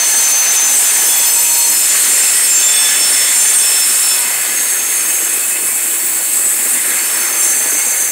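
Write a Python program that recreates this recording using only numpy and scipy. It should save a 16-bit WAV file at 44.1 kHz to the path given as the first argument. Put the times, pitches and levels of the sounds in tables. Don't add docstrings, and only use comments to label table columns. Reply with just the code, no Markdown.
import sys
import numpy as np
from scipy import signal
from scipy.fft import rfft, irfft, next_fast_len
from scipy.io import wavfile

SR = 44100
rng = np.random.default_rng(int(sys.argv[2]) if len(sys.argv) > 2 else 0)


def wrap_up_sound(samples):
    columns = np.atleast_2d(samples).T
    tamed = np.clip(columns, -1, 1)
    steps = np.round(tamed * 32767).astype(np.int16)
    wavfile.write(sys.argv[1], SR, steps)


def invert_db(level):
    return 10 ** (np.asarray(level, dtype=float) / 20)


N = 357651
SECONDS = np.arange(N) / SR
PASSING_GLIDE_PER_S = -.0055
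FADE_DB_PER_S = -0.97
BREEZE_FROM_S = 4.1
TOUCH_EDGE_S = .01


def in_time(rows):
    s, *columns = np.transpose(rows)
    return [np.interp(SECONDS, s, c) for c in columns]


def rms_one(x):
    return x / np.sqrt(np.mean(x ** 2) + 1e-20)


def drift(rate_hz, size=N):
    step = 40
    r = np.exp(-2 * np.pi * rate_hz * step / SR)
    coarse = rng.standard_normal(size // step + 1002)
    slow = signal.lfilter([1], [1, -2 * r, r * r], coarse)[500:]
    return np.interp(np.arange(size) / step, np.arange(len(slow)), rms_one(slow))


def held(start, length, attack, release, t=SECONDS):
    rise = (t - start) / attack
    fall = (start + length - t) / release + .5
    return np.clip(np.minimum(rise, fall), 0, 1) ** 2


def fade(t, start, end, edge):
    return np.sin(np.pi / 2 * np.clip(np.minimum(t - start, end - t) / edge, 0, 1)) ** 2


def touches_db(rows):
    return sum(db * held(s, length, TOUCH_EDGE_S, TOUCH_EDGE_S) for s, length, db in rows)


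def sing(hz, width_hz, rough):
    rough = np.clip(rough, 0, 1)
    flutter = (drift(width_hz, size=len(hz)) + 1j * drift(width_hz, size=len(hz))) / np.sqrt(2)
    swing = np.exp(2j * np.pi * np.cumsum(hz) / SR)
    return np.sqrt(2) * np.real(swing * (np.sqrt(1 - rough ** 2) + rough * flutter))


def squeaks(rows, rough=0.62):
    out = np.zeros(N)
    for middle, length, hz, db, width_hz in rows:
        span = slice(max(int((middle - length / 2) * SR), 0), int((middle + length / 2) * SR))
        t = SECONDS[span] - middle
        swell = fade(t, -length / 2, length / 2, 0.26 * length)
        out[span] += invert_db(db) * swell * sing(hz * (1 + PASSING_GLIDE_PER_S * t), width_hz, rough)
    return out


# pitch_hz, width_hz, lift_db
RIM_BANDS = [(1706, 11, 5.5), (1950, 48, -0.5), (2580, 20, 3.5), (2980, 32, 5), (3450, 21, 7.5),
             (4460, 200, 9.5), (5374, 164, 8), (6410, 250, 7), (7150, 230, 0.5), (8100, 160, 1.5),
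             (9230, 180, 4)]


def patchy_noise(spectrum, count, patchy_db, together_db):
    size = next_fast_len(N)
    log_hz = np.log(np.arange(1, size // 2 + 2) * SR / size)
    points, level_db = np.log(np.array(spectrum)[:, 0]), np.array(spectrum)[:, 1]
    shape = invert_db(np.interp(log_hz, points, level_db, left=-99, right=-99))
    coloured = rfft(rng.standard_normal(size)) * shape
    for hz, width_hz, lift_db in RIM_BANDS:
        near = slice(int((hz - 3 * width_hz) * size / SR), int((hz + 3 * width_hz) * size / SR))
        bump = np.exp(-2 * ((np.exp(log_hz[near]) - hz) / width_hz) ** 2)
        coloured[near] *= invert_db(lift_db * bump)
    place = (log_hz - points[0]) / (points[-1] - points[0]) * (count - 1)
    out = np.zeros(N)
    for k in range(count):
        band = irfft(coloured * np.clip(1 - abs(place - k), 0, 1), size)[:N]
        out += invert_db(patchy_db * drift(8.1)) * band
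    return rms_one(out * invert_db(together_db * drift(36)))


# first_heard_s, last_heard_s
PASSES = [
    (0, 2.45),
    (2.4, 4.5),
    (4.35, 5.55),
    (5.6, 7.0),
    (6.8, 8.11),
]
CATCH_S, LET_GO_S, SURGE_DB, SURGE_HZ = .06, .14, 1.0, 16
WAVER_SHARE, WAVER_HZ = .0015, 9
ROUGHER_PER_DB = .035


def wheel(catches, modes, turn):
    heard = PASSES[turn]
    out = np.zeros(N)
    span = (SECONDS >= heard[0] - .7) & (SECONDS <= heard[1] + .2)
    t = SECONDS[span]
    glide = 1 + PASSING_GLIDE_PER_S * (t - np.mean(heard))
    for (hz, width_hz, rough, trim_db), rows in zip(modes, catches):
        power = sum((invert_db(db) * held(s, length, CATCH_S, LET_GO_S, t)) ** 2 for s, length, db in rows)
        grip = (np.sqrt(power) + 1e-5) * invert_db(SURGE_DB * drift(SURGE_HZ, size=len(t)))
        rough = rough + ROUGHER_PER_DB * 20 * np.log10(grip.max() / grip)
        pitch_hz = hz * (glide + WAVER_SHARE * drift(WAVER_HZ, size=len(t)))
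        out[span] += grip * invert_db(trim_db) * sing(pitch_hz, width_hz, rough)
    return out


# start_s, length_s, level_db
WHEEL_1_LEAD = [
    [(-.2, 1.02, -15), (.3, .2, -17), (.8, .95, -20), (1.72, .6, -26)],
]
WHEEL_1 = [
    [(-.1, 2.1, -22.5), (.5, .5, -24), (1.75, 0.48, -21)],
    [(-.1, 2.2, -18.5), (.05, 0.18, -16), (.68, 0.32, -13.5), (1.1, 0.65, -20)],
    [(-.1, 2.2, -27), (2.0, .45, -31), (.7, 0.22, -26), (.92, 0.64, -20), (1.5, 0.38, -21.5)],
]
WHEEL_1_LOW = [
    [(-.1, .6, -28), (1.05, .4, -35), (1.48, .3, -25), (1.85, .5, -35)],
    [(.4, .35, -35), (1.0, .5, -29), (1.48, .2, -28), (1.63, .3, -24)],
]
# mid_pass_pitch_hz, flutter_width_hz, rough_share (0-1), trim_db
MODES_1_LEAD = [(6194, 45, .15, 1)]
MODES_1 = [(7125, 35, .6, -1), (8060, 40, .6, -2), (13545, 60, .75, -1)]
MODES_1_LOW = [(4317, 30, .45, 0), (5256, 22, .35, 1)]
# start_s, length_s, level_db
SLIPS = [
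    (.07, .05, -4),
    (.525, .035, -14),
    (.79, .03, -10),
    (.915, .025, -10),
]


def first_wheel():
    lead = invert_db(touches_db(SLIPS)) * wheel(WHEEL_1_LEAD, MODES_1_LEAD, 0)
    return lead + wheel(WHEEL_1, MODES_1, 0) + wheel(WHEEL_1_LOW, MODES_1_LOW, 0)


# time_s, level_db
ROLL = [(0.0, -24), (0.31, -23.5), (0.95, -23.5), (1.6, -27), (2.1, -22.5), (2.46, -24.5), (2.73, -22.5),
        (5.31, -28), (5.49, -29.5), (6.62, -28), (7.16, -25), (8.11, -27)]


def truck_weight_db():
    weight_db = in_time(ROLL)[0]
    return weight_db - weight_db.mean()


# pitch_hz, level_db_per_hz
DULL = [(2400, -2.5), (3000, -1), (4000, -2.5), (4500, -8), (5000, -2.5), (6000, -6), (6800, 1.5),
        (7500, -3)]
BRIGHT = [(6000, -11.5), (6700, -15.5), (7200, 0.5), (7700, 1.5), (8200, 4), (8800, 1), (9300, -2),
          (10000, -3), (11000, -2.5), (12300, -7), (13800, -50)]
TOP = [(11000, -30), (12300, 0), (13500, -.5), (14500, -1), (15600, -1.5), (16000, -2)]
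# time_s, level_db
RUB = [(0, -17), (.62, -19.5), (.72, -12), (2.45, -12), (2.6, -14.5), (3.4, -13.5), (3.6, -12), (4.1, -13),
       (4.25, -17.5), (5.0, -16.5), (6.2, -17.5), (6.7, -16), (7.3, -17.5), (7.45, -15.5), (8.11, -17.5)]
# start_s, length_s, lift_db
STUTTERS = [
    (.06, .07, 5),
    (.15, .1, 5),
    (.262, .055, 5),
    (.355, .075, 3),
    (.515, .06, 7),
    (.6, .035, 3),
]
DULL_DB, TOP_DB, TOP_FOLLOWS = -22, -25, 0.32
DRAW_AWAY_S, DRAW_AWAY_LENGTH_S, DRAW_AWAY_DB = 4.03, .15, -3


def grinding():
    since_s = SECONDS - DRAW_AWAY_S
    dull_db = DULL_DB + truck_weight_db() + DRAW_AWAY_DB * np.clip(since_s / DRAW_AWAY_LENGTH_S, 0, 1)
    dull_db += FADE_DB_PER_S * np.maximum(since_s, 0)
    rub_db = in_time(RUB)[0] + touches_db(STUTTERS)
    top_db = TOP_DB + TOP_FOLLOWS * (rub_db - rub_db.mean())
    dull = patchy_noise(DULL, count=10, patchy_db=1.32, together_db=.5)
    bright = patchy_noise(BRIGHT, count=14, patchy_db=1.2, together_db=.9)
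    top = patchy_noise(TOP, count=6, patchy_db=1.3, together_db=0.9)
    return invert_db(dull_db) * dull + invert_db(rub_db) * bright + invert_db(top_db) * top


# pitch_hz, level_db_per_hz
RUMBLE = [(18, -73), (30, -43), (59, -32), (129, -6.5), (334, -8), (372, -6), (649, -10.5), (743, -17),
          (814, -12.5), (891, -15), (1100, -13.5), (1430, -20), (2420, -120)]
ROAR = [(350, -17), (600, -8.5), (816, -7.5), (1150, -6.5), (1770, -0.5), (2150, 0.5), (2310, -3),
        (2630, -2), (3220, -22.5), (3600, -17), (4680, -14), (7920, -120)]
ROAR_DB, RUMBLE_DB, RUMBLE_FOLLOWS = -25.5, -38, 0.68
RUMBLE_RETURNS_DB = 2.5


def rolling():
    weight_db = truck_weight_db()
    rumble = patchy_noise(RUMBLE, count=8, patchy_db=3.0, together_db=2.5)
    roar = patchy_noise(ROAR, count=12, patchy_db=1.53, together_db=.5)
    rumble_db = RUMBLE_DB + RUMBLE_FOLLOWS * weight_db
    rumble_db = rumble_db + RUMBLE_RETURNS_DB * held(BREEZE_FROM_S, 9, 0.17, .1)
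    return invert_db(rumble_db) * rumble + invert_db(ROAR_DB + weight_db) * roar


# middle_s, length_s, pitch_hz, level_db
SQUEAKS = [(.15, .3, 1710, -33), (.92, .75, 1700, -36), (1.18, .25, 3410, -26), (1.4, 1.3, 2545, -33),
           (1.45, .79, 937, -33), (2.76, .36, 3492, -21), (2.6, 1.2, 2575, -31), (2.88, .25, 1720, -28),
           (3.3, 1.1, 3485, -30), (4.14, .13, 3450, -31), (4.0, 1.1, 2560, -32), (4.2, .31, 955, -37),
           (5.2, .35, 2940, -41), (5.4, 1.4, 2580, -38), (5.7, 2.6, 334, -46), (7.2, 1.1, 336, -44),
           (7.6, 1.5, 835, -44), (7.87, .4, 2175, -33)]
HIGH_SQUEAKS = [(0.651, 1.3, 9110, -25), (0.801, .25, 8700, -21), (2.4, 0.73, 5290, -25),
                (2.92, 0.23, 15400, -34), (1.5, 1.14, 4350, -33.5), (3.35, .23, 12400, -33),
                (6.6, 0.6, 7000, -34), (7.18, 0.46, 5380, -33.5), (7.47, .15, 5500, -32),
                (7.52, 1.3, 4520, -40), (7.7, .8, 8400, -28), (7.9, .66, 6580, -30), (4.35, .35, 7500, -31)]
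LOW_FLUTTER_HZ, HIGH_FLUTTER_HZ = 17, 42


def short_squeaks():
    low = [(*row, LOW_FLUTTER_HZ) for row in SQUEAKS]
    high = [(*row, HIGH_FLUTTER_HZ) for row in HIGH_SQUEAKS]
    return squeaks(low + high)


# middle_s, length_s, pitch_hz, level_db, flutter_width_hz
GROANS = [
    (3.24, .32, 2050, -25, 230),
    (.55, 2.2, 850, -33, 200),
    (2.3, .6, 1950, -31, 120),
    (6.85, .3, 330, -41, 60),
]


def groans():
    return squeaks(GROANS, rough=0.98)


def far_wheels(count, low_hz, high_hz, db):
    when, length, pitch, strength = rng.random((count, 4)).T
    hz = low_hz * (high_hz / low_hz) ** pitch
    return squeaks(zip(when * N / SR, .12 + .3 * length, hz, db - 6 * strength, .005 * hz))


# start_s, length_s, level_db
PUFFS = [
    (-.05, 0.11, -58),
    (4.1, 0.37, -52),
    (4.897, .15, -62),
    (5.22, 0.13, -61),
    (6.8, 0.24, -60),
    (7.1, 0.17, -54),
    (7.78, .4, -57),
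]
BREEZE_DB, BREEZE_LIFT_DB, PUFF_LOW_HZ, PUFF_HIGH_HZ = -73, 7, 95, 200


def air():
    band = signal.butter(2, [PUFF_LOW_HZ, PUFF_HIGH_HZ], "band", fs=SR, output="sos")
    low = signal.sosfilt(band, rng.standard_normal(N))
    push = invert_db(BREEZE_DB + BREEZE_LIFT_DB * held(BREEZE_FROM_S, 9, .1, .1))
    push = push + sum(invert_db(db) * held(s, length, 0.086, .09) for s, length, db in PUFFS)
    return rms_one(low * invert_db(4.0 * drift(14))) * push


# start_s, length_s, level_db
WHEEL_2 = [
    [(1.75, .55, -19), (2.7, .15, -12), (2.68, .2, -29), (2.2, 1.65, -18.5), (3.5, 0.16, -12)],
    [(2.05, 0.31, -15), (2.45, 0.3, -12.5), (2.75, 1.48, -22.5), (3.25, 0.3, -16.5)],
    [(1.9, 2.3, -23), (2.95, 0.26, -17), (3.3, 0.36, -14.5)],
]
WHEEL_2_LOW = [
    [(2.63, 0.3, -22), (2.9, 0.41, -20), (3.58, 0.37, -24), (4.0, 0.17, -21.5), (4.2, 0.12, -27),
     (2.5, 1.8, -30)],
    [(2.5, 0.16, -15.5), (2.65, 0.34, -24.5), (3.35, 0.31, -22.5), (2.8, 1.1, -33)],
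]
# mid_pass_pitch_hz, flutter_width_hz, rough_share (0-1), trim_db
MODES_2 = [(8249, 55, .7, 0), (7289, 40, .45, 0), (9160, 40, .5, -1)]
MODES_2_LOW = [(5350, 30, .35, 1), (6310, 30, .35, 1)]


def second_wheel():
    return wheel(WHEEL_2_LOW, MODES_2_LOW, 1) + wheel(WHEEL_2, MODES_2, 1)


# start_s, length_s, level_db
WHEEL_3 = [
    [(4.52, .83, -32), (4.8, .2, -35), (4.4, .2, -40)],
    [(4.85, .33, -26), (4.4, .4, -34)],
]
# mid_pass_pitch_hz, flutter_width_hz, rough_share (0-1), trim_db
MODES_3 = [(6470, 56, 0.82, 8.5), (9430, 35, .55, -1)]


def third_wheel():
    return wheel(WHEEL_3, MODES_3, 2)


# middle_s, length_s
SPELLS = [
    (5.57, .7),
    (6.12, .7),
    (6.62, .6),
    (7.2, .9),
]
# pitch_hz, level_db
WHISTLES_1 = [(10745, -39), (12570, -45), (13577, -40), (14303, -46), (15084, -46)]
WHISTLES_2 = [(10610, -39), (11316, -41), (11822, -42), (12915, -38), (13544, -41), (14260, -42),
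              (14540, -41), (15041, -35), (15219, -42)]
WHISTLES_3 = [(9905, -33), (10600, -40), (10864, -39), (11300, -40), (11736, -39), (12258, -40),
              (13480, -42), (14982, -40), (15461, -42)]
WHISTLES_4 = [(9900, -41), (10578, -41), (10831, -39), (11730, -43), (12796, -45), (15100, -46)]


def whistles(lift_db):
    rows = []
    for (middle, length), lines in zip(SPELLS, [WHISTLES_1, WHISTLES_2, WHISTLES_3, WHISTLES_4]):
        rows += [(middle, length, hz, db + lift_db, 22) for hz, db in lines]
    return squeaks(rows)


# start_s, length_s, level_db
WHEEL_4 = [
    [(6.27, .3, -17), (6.57, .2, -25), (5.9, .35, -28)],
    [(6.6, .2, -22)],
    [(5.85, .4, -30), (6.5, .3, -33)],
]
# mid_pass_pitch_hz, flutter_width_hz, rough_share (0-1), trim_db
MODES_4 = [(8062, 25, .35, 0), (8995, 35, .6, -4), (15030, 25, .4, -2)]


def fourth_wheel():
    return wheel(WHEEL_4, MODES_4, 3)


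# start_s, length_s, level_db
WHEEL_5 = [
    [(6.85, .4, -31), (7.15, .4, -23.5), (7.35, 1.0, -20.5)],
    [(7.34, .3, -24), (7.7, .5, -29)],
    [(7.35, .2, -21), (7.6, .5, -36)],
]
# mid_pass_pitch_hz, flutter_width_hz, rough_share (0-1), trim_db
MODES_5 = [(6290, 95, .6, -1.5), (7400, 94, 1, 3), (9440, 50, .71, -3)]


def fifth_wheel():
    return wheel(WHEEL_5, MODES_5, 4)


def scene():
    mono = first_wheel() + grinding() + rolling() + short_squeaks() + groans()
    mono += far_wheels(count=60, low_hz=1400, high_hz=2800, db=-39)
    mono += far_wheels(count=80, low_hz=7000, high_hz=12000, db=-36)
    mono += second_wheel() + third_wheel() + whistles(lift_db=2.5) + fourth_wheel() + fifth_wheel()
    return np.array([mono, mono])


# time_s, ceiling (0-1)
CEILING = [(0, .42), (2.0, .45), (4.05, .47), (4.25, .62), (8.11, .62)]
KNEE = 6


def overload(x):
    return x / (1 + abs(x / in_time(CEILING)[0]) ** KNEE) ** (1 / KNEE)


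def stray_treble(mono, count):
    side = np.zeros(N)
    size = 2048
    for when, pitch in rng.random((count, 2)):
        at, low_hz = int(size + when * (N - 3 * size)), 4500 + 8500 * pitch
        band = signal.butter(4, [low_hz, low_hz + 2000], "band", fs=SR, output="sos")
        side[at:at + size] += 0.36 * np.hanning(size) * signal.sosfilt(band, mono[at - size:at])
    return side * [[1], [-1]]


def low_pass(x):
    return signal.sosfilt(signal.butter(12, 17090, fs=SR, output="sos"), x)


BASS_CUT_HZ, TOP_CUT_HZ = 226, 15740


def record(dry):
    bass_cut = signal.butter(6, BASS_CUT_HZ, "high", fs=SR, output="sos")
    heard = signal.sosfilt(bass_cut, overload(1.125 * dry[0])) + air()
    size = next_fast_len(N)
    hz = np.arange(size // 2 + 1) * SR / size
    cut = irfft(rfft(heard, size) * (hz < TOP_CUT_HZ), size)[:N]
    return low_pass(cut + stray_treble(cut, count=36))


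dry = scene()
out = record(dry)
wrap_up_sound(out)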